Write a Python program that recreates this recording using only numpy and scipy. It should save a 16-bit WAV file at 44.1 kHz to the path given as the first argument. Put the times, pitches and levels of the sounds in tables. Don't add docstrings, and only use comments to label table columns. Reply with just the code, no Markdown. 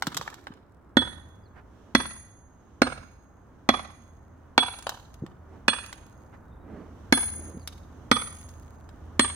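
import sys
import numpy as np
from scipy import signal
from scipy.fft import rfft, irfft, next_fast_len
from scipy.io import wavfile

SR = 44100
rng = np.random.default_rng(int(sys.argv[2]) if len(sys.argv) > 2 else 0)


def inscribe(sig):
    pcm = np.round(np.clip(np.atleast_2d(sig).T, -1, 1) * 32767)
    wavfile.write(sys.argv[1], SR, pcm.astype(np.int16))


N = 412335
TIME = np.arange(N) / SR

# (time [s], hum level [dB])
HUM_LEVEL = [(0.0, -65), (0.68, -74), (1.07, -57), (2.42, -70.5), (7.37, -46), (7.6, -49.5),
             (8.28, -47), (8.39, -48), (9.35, -48)]
# (frequency [Hz], level [dB])
RUMBLE_SPECTRUM = [(20, -16.5), (32, -14), (48, -2.5), (64, 0.5), (80, -1.5), (105, -3), (150, -11.5),
                   (260, -15.5), (600, -60)]
TRAFFIC_SPECTRUM = [(90, -6), (170, 4), (280, 4.5), (450, -1), (1000, -3), (1500, -7.5), (2000, -17.5),
                    (2700, -29.5), (4500, -42)]
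AIR_SPECTRUM = [(1500, -3.5), (3000, 14), (4800, 4), (6200, 11.5), (7500, 2), (12000, -6), (16000, -14)]
# (time [s], length [s], first pitch [Hz], last pitch [Hz], level [dB])
BIRD_CALLS = [(1.42, 0.069, 5240, 3800, -71), (6.42, 0.26, 3650, 3790, -80), (6.68, .2, 4090, 4660, -79),
              (7.59, 0.056, 5120, 3800, -62)]
# (frequency [Hz], level [dB])
WALL_SPECTRUM = [(100, -8.5), (300, -12), (600, -1.5), (1300, 0), (2100, -5), (3000, 2), (6000, -6),
                 (10000, -6), (16000, -17.5)]
SCATTER_SPECTRUM = [(100, 1), (300, -12.5), (600, -7.5), (1300, -5), (3000, -5), (6000, -4.5), (10000, -9),
                    (16000, -2)]
# (delay [s], level [dB], left minus right [dB])
NEAR_REFLECTIONS = [(.0075, -10, -3), (0.058, -26, -4.5), (0.08, -26.5, -3)]
# (time [s], half-width [s], level [dB])
BODY_SHIFTS = [(0.106, 0.34, -52.5), (5.55, 0.033, -49.5), (6.758, 0.071, -43.5), (7.465, 0.086, -46)]
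BOOT_SCUFFS = [(1.582, 0.019, -50), (6.344, 0.013, -51)]
# (frequency [Hz], level [dB])
CLOTH_SPECTRUM = [(100, -11), (200, 5.5), (300, 6.5), (500, -2.5), (900, -10.5), (2000, -20), (6000, -60),
                  (16000, -58)]
SCUFF_SPECTRUM = [(200, 6), (700, 3.5), (1800, 2), (2500, -8), (3600, -19), (16000, -43)]
GRIT_SPECTRUM = [(400, -11), (1200, -0.5), (3000, -1.5), (8000, -3.5), (12000, -7.5), (16000, -9.5)]
# (time [s], level [dB])
DIRT_LANDINGS = [(0.068, -30.5), (0.151, -42), (0.192, -41), (0.502, -43.5), (5.219, -32.5), (5.233, -35.5),
                 (7.543, -43.5), (7.568, -39.5)]
# (time [s], pitch [Hz], level [dB], contact hardness [dB])
CHIP_LANDINGS = [(0.0222, 1680, -28.5, -5), (0.0683, 1280, -33, 3), (0.1446, 2150, -42, 7),
                 (0.168, 1650, -37, 9), (0.172, 1304, -37.5, 12), (0.2116, 1047, -37, -11),
                 (0.2769, 1427, -35, -30), (0.3006, 1900, -52.5, 3), (0.3406, 1740, -52.5, 7),
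                 (0.4688, 1388, -40, -16.5), (0.537, 1767, -62.5, 1), (4.787, 1110, -53, 10),
                 (4.824, 1367, -55.5, 10.5), (4.8674, 935, -31, -6), (4.892, 1170, -35.5, 6),
                 (5.1407, 965, -68.5, 17.5), (5.263, 1480, -51.5, -5.5), (5.861, 1750, -54.5, 11),
                 (5.927, 1330, -44, 3), (7.6742, 1860, -46.5, 15.5), (8.489, 1160, -73, 24),
                 (8.8895, 1243, -57.5, -0.5)]
# (multiple of its pitch [ratio], width [Hz], level [dB])
CHIP_BODY_MODES = [(.6, 366, -2.5), (0.949, 220, -2), (1.251, 262, -2)]
# (frequency [Hz], width [Hz], level [dB])
CHIP_CLACK_MODES = [(2830, 680, -5), (3750, 1500, -5), (5325, 220, -4)]
CHIP_TICK_MODES = [(6450, 4500, 0.5), (8900, 1200, -6.5), (13200, 1900, -6.5)]
DIRT_MODES = [(150, 46, 2), (277.6, 98.5, 0), (405, 250, -12.5)]
# (voice, frequency [Hz], level [dB], t60 [s], share of the voice's
# level [ratio], share of the force [ratio], swell as the head turns [dB], left minus right [dB])
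STEEL_MODES = [("clang", 3390, -19.5, .17, 1, 0, 0, -5.5), ("ping", 4216, -26.5, 0.11, .25, .05, 3, -.5),
               ("ring", 6515, -57.5, 1.3, 0.33, .65, 10.5, -7), ("ping", 8578, -41, .21, 0.99, .15, 21, -1),
               ("ring", 8700, -53, .2, .7, .3, -1.5, 2.5), ("ring", 9878, -47, 0.55, 0.98, .5, 20.4, 2.4)]
# (frequency [Hz], width [Hz], level [dB])
THUD_MODES = [(239, 17, 2), (265.8, 23, 2.5), (315.6, 69, -7.5)]
KNOCK_MODES = [(406, 100, -4.5), (565, 110, 0), (730, 200, -1.5), (1010, 470, -1.5)]
CRACK_MODES = [(1315, 330, 1.5), (1610, 130, -1), (2008, 150, 1), (2720, 680, -7.5), (3450, 1200, -3)]
SPLINTER_MODES = [(4800, 530, -1), (6190, 240, 4.5), (8240, 550, -8.5), (11600, 4100, -13),
                  (14000, 2000, -14)]
# (time [s], force [dB], thud [dB], knock [dB], crack centre [Hz], clang [dB], ping [dB], ring [dB])
HAMMER_BLOWS = [(0.9690, -15.5, -15, -24, 1716, 5.5, -1.5, -1.5),
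                (1.9495, 2.5, -17, -24.5, 1870, -2.5, 0, 3.5),
                (2.8177, -2, -16, -18, 1750, -25.5, -0.5, -14),
                (3.6893, -3.5, -18.5, -18.5, 1940, -0.5, -20.5, -7),
                (4.578, -4.5, -24, -16.5, 2220, 7.5, 3, 3), (5.681, -2, -27, -23.5, 2180, -2.5, 8.5, -2.5),
                (7.124, 5, -16, -21, 1750, -4, 1, 14), (8.114, 4, -18.5, -24.5, 1520, 4.5, 8.5, 3.5),
                (9.194, 3, -20, -27, 2066, -4.5, 18, -7.5)]


def from_db(db):
    return 10 ** (np.asarray(db) / 20)


def rms_one(x):
    return x / np.sqrt(np.mean(x ** 2) + 1e-20)


def pan(db):
    return rms_one(from_db([[db / 2], [-db / 2]]))


def add(out, s, sound):
    at = max(0, round(s * SR))
    out[:, at:at + sound.shape[-1]] += sound[..., :N - at]


def swell(s, half_width_s, db):
    return from_db(db) * np.exp(-((TIME - s) / half_width_s) ** 2 / 2)


def colour(x, spectrum):
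    hz, db = np.transpose(spectrum)
    size = next_fast_len(x.shape[-1])
    grid = np.maximum(np.fft.rfftfreq(size, 1 / SR), 1)
    gain = from_db(np.interp(np.log(grid), np.log(hz), db))
    return irfft(rfft(x, size) * gain, size)[..., :x.shape[-1]]


def stereo_noise(size, width):
    mid, side = rng.standard_normal((2, size))
    return mid + width * side * np.array([[1], [-1]])


def noise_bed(spectrum, width):
    return rms_one(colour(stereo_noise(N, width), spectrum))


def resonate(x, modes, pitch=1):
    out = 0
    for k, (hz, width, db) in enumerate(modes):
        radius = np.exp(-np.pi * width / SR)
        angle = 2 * np.pi * min(hz * pitch / SR, .45)
        ringing = signal.lfilter([1, 0, -1], [1, -2 * radius * np.cos(angle), radius ** 2], x)
        out = out + (-1) ** k * from_db(db) * (1 - radius ** 2) * ringing
    return out


def burst_at(sound, db):
    return from_db(db) * rms_one(sound) * np.sqrt(.02 * SR / sound.shape[-1])


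def background(hum_hz=80.38, hum_width_hz=1.3, shudder_db=-25, shudder_s=0.18):
    hum_db = np.interp(TIME, *np.transpose(HUM_LEVEL))
    hum_swing_db = hum_db - hum_db.mean()
    thuds = np.zeros(N)
    for s, _, thud_db, *_ in HAMMER_BLOWS:
        thuds[round(s * SR)] = from_db(thud_db + shudder_db)
    shudder = signal.lfilter([1], [1, -np.exp(-1 / (shudder_s * SR))], thuds)
    rumble = np.hypot(from_db(-53 + .38 * hum_swing_db), shudder) * noise_bed(RUMBLE_SPECTRUM, width=0.11)
    traffic = from_db(-56 + .25 * hum_swing_db) * noise_bed(TRAFFIC_SPECTRUM, width=0.55)
    air = from_db(-97) * noise_bed(AIR_SPECTRUM, width=1.0)
    band = [(hum_hz, hum_width_hz, 0)]
    wavering = resonate(resonate(rng.standard_normal(N + SR), band), band)[SR:]
    hum = from_db(hum_db) * rms_one(wavering)
    return (rumble + hum + traffic + air) * pan(-1.4)


def bird(waver_hz=110, waver_rate_hz=35):
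    out = np.zeros((2, N))
    smooth = signal.butter(2, waver_rate_hz, fs=SR, output="sos")
    for s, length, first_hz, last_hz, db in BIRD_CALLS:
        size = int(length * SR)
        waver, strength = rms_one(signal.sosfilt(smooth, rng.standard_normal((2, SR))))[:, -size:]
        hz = np.linspace(first_hz, last_hz, size) + waver_hz * waver
        envelope = from_db(db) * np.sin(np.linspace(0, np.pi, size)) * strength
        add(out, s, envelope * np.sin(2 * np.pi * np.cumsum(hz) / SR))
    return out


def yard(x, first_echo_s=.0495, round_trip_s=.0535, trip_loss_db=7.5, smear_s=0.0067, scatter_t60=.66):
    t, echoes = TIME[:SR], 0
    flutter = [(first_echo_s + k * round_trip_s, -13 - k * trip_loss_db, -2) for k in range(4)]
    for delay, db, side_db in NEAR_REFLECTIONS + flutter:
        age = t - delay
        lead = np.where(age > 0, 1, from_db(-9))
        smear = np.exp(-abs(age) / smear_s) * lead
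        echoes = echoes + from_db(db) * pan(side_db) * rms_one(smear * stereo_noise(SR, 0.24))
    build_up = 1 - np.exp(-t / 0.028)
    tail = rms_one(stereo_noise(SR, 0.62) * from_db(-60 * t / scatter_t60) * build_up)
    scatter = from_db(-13.5) * pan(-3.0) * colour(tail, SCATTER_SPECTRUM)
    response = (colour(echoes, WALL_SPECTRUM) + scatter) / np.sqrt(SR)
    return signal.fftconvolve(x, response[:, :SR * 9 // 10], axes=1)[:, :N]


def clothes(swing_lead_s=0.094, swing_half_width_s=0.15):
    swings = sum(swell(s - swing_lead_s, swing_half_width_s, force) for s, force, *_ in HAMMER_BLOWS)
    shifts = sum(swell(*shift) for shift in BODY_SHIFTS)
    swish = (shifts + from_db(-60) * swings) * noise_bed(CLOTH_SPECTRUM, width=0.17)
    hiss = (from_db(-32) * shifts + from_db(-74.5) * swings) * noise_bed(AIR_SPECTRUM, width=1.0)
    boots = sum(swell(*scuff) for scuff in BOOT_SCUFFS) * noise_bed(SCUFF_SPECTRUM, width=0.61)
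    return (swish + hiss + boots) * pan(-6.0)


def grit(grains_per_s=450, size_db=5, flight_s=0.28, flight_spread=0.62, rise_db_per_s=2.5):
    showers = [(-0.36, -61)]
    showers += [(s, -84 + rise_db_per_s * s) for s, *_ in HAMMER_BLOWS]
    level = 0
    for s, db in showers:
        log_age = np.log(np.maximum(TIME - s, 1e-3) / flight_s)
        level = level + from_db(db) * np.exp(-(log_age / flight_spread) ** 2 / 2)
    landings = rng.random(N) < grains_per_s / SR
    grains = landings * from_db(size_db * np.minimum(rng.exponential(1, N), 4))
    rattle = signal.lfilter([1], [1, -np.exp(-1 / (0.0005 * SR))], grains + 1e-18)
    return level * rms_one(colour(rattle * stereo_noise(N, 1), GRIT_SPECTRUM))


def impact(modes, db, crush_s, width, top_hz, snap, detune=0.065, crumble_db=-24, crumble_s=.022):
    t = TIME[:SR // 10]
    crush = t / crush_s * np.exp(1 - t / crush_s)
    crumble = from_db(crumble_db) * np.exp(-t / crumble_s)
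    force = (crush + crumble) * stereo_noise(len(t), width)
    force[:, round(crush_s * SR / 2)] += snap * np.sqrt(crush_s * SR)
    force = signal.sosfilt(signal.butter(2, top_hz, fs=SR, output="sos"), force)
    pitch = np.exp(detune * rng.standard_normal())
    return burst_at(resonate(force, modes, pitch), db)


def chips():
    out = np.zeros((2, N))
    for s, hz, db, hard_db in CHIP_LANDINGS:
        body = [(multiple * hz, width, level) for multiple, width, level in CHIP_BODY_MODES]
        add(out, s, impact(body, db, crush_s=0.0011, width=0.58, top_hz=2580, snap=1.6))
        add(out, s, impact(CHIP_CLACK_MODES, db - 5.5 + 0.44 * hard_db,
                           crush_s=0.0017, width=1.0, top_hz=7070, snap=0.67, detune=0.082))
        add(out, s, impact(CHIP_TICK_MODES, db - 8 + hard_db,
                           crush_s=0.0019, width=1.0, top_hz=14000, snap=0.69, detune=0.093))
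    for s, db in DIRT_LANDINGS:
        add(out, s, impact(DIRT_MODES, db, crush_s=.003, width=0.1, top_hz=596, snap=1.2, detune=0.099))
    return out * pan(-0.45)


def steel(turn_s=0.064, twin_db=-11, twin_spread_hz=11, jostle_depth=0.34, jostle_hz=45):
    out = np.zeros((2, N))
    smooth = signal.butter(2, jostle_hz, fs=SR, output="sos")
    for s, force_db, *_, clang_db, ping_db, ring_db in HAMMER_BLOWS:
        voices = {"clang": clang_db, "ping": ping_db, "ring": ring_db}
        jostle = jostle_depth * rms_one(signal.sosfilt(smooth, rng.standard_normal((2, SR))))
        for voice, hz, usual_db, t60, voice_share, force_share, swell_db, side_db in STEEL_MODES:
            db = usual_db + voice_share * voices[voice] + force_share * force_db
            t = TIME[:min(SR, int(2 * t60 * SR))]
            phase, strength = jostle[:, :len(t)]
            twin_hz = hz + twin_spread_hz * rng.standard_normal()
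            lead = np.array([[0], [rng.uniform(1.1, 2.1)]])
            tone = np.sin(2 * np.pi * hz * t + lead + phase) * (1 + strength)
            twin = from_db(twin_db) * np.sin(2 * np.pi * (twin_hz * t + rng.random((2, 1))))
            turned = 1 - np.exp(-t / turn_s)
            envelope = from_db(db - 60 * t / t60 + swell_db * turned)
            add(out, s, (tone + twin) * envelope * pan(side_db))
    return out


def thud(db, contact_s=0.0015):
    t = TIME[:SR // 8]
    push = -np.sin(np.pi * np.minimum(t / contact_s, 1))
    pitch = np.exp(0.069 * rng.standard_normal())
    return burst_at(sum(resonate(push, [mode], pitch) for mode in THUD_MODES), db)


def boulder(focus_db_per_octave=13):
    out = np.zeros((2, N))
    for s, force_db, thud_db, knock_db, centre_hz, *_ in HAMMER_BLOWS:
        add(out, s, thud(thud_db) * pan(-3.0))
        knock = impact(KNOCK_MODES, knock_db, crush_s=0.0012, width=0.56, top_hz=1410, snap=1.5)
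        answering = [(hz, width, db - focus_db_per_octave * abs(np.log2(hz / centre_hz)))
                     for hz, width, db in CRACK_MODES]
        crack_db, splinter_db = -17 + 0.17 * force_db, -32 + force_db
        crack = impact(answering, crack_db, crush_s=.0015, width=0.71, top_hz=4900, snap=0.84)
        splinter = impact(SPLINTER_MODES, splinter_db, crush_s=.0014, width=1.0, top_hz=15100, snap=0.98)
        add(out, s, knock * pan(0.45) + crack * pan(-2.7) + splinter * pan(-2.5))
    return out


def from_left(x, lag_s=.00012):
    lag = round(lag_s * SR)
    return np.array([x[0], np.pad(x[1], (lag, 0))[:N]])


def scene(steel_echo_db=-2):
    direct = from_left(boulder() + chips()) + grit() + bird()
    ringing = steel()
    echoes = yard(direct + from_db(steel_echo_db) * ringing)
    return direct + ringing + echoes + clothes() + background()


def record(dry, stopband_hz=17300):
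    rounded = dry / (1 + dry ** 6) ** (1 / 6)
    return signal.sosfilt(signal.cheby2(14, 70, stopband_hz, fs=SR, output="sos"), rounded)


dry = scene()
out = record(dry)
inscribe(out)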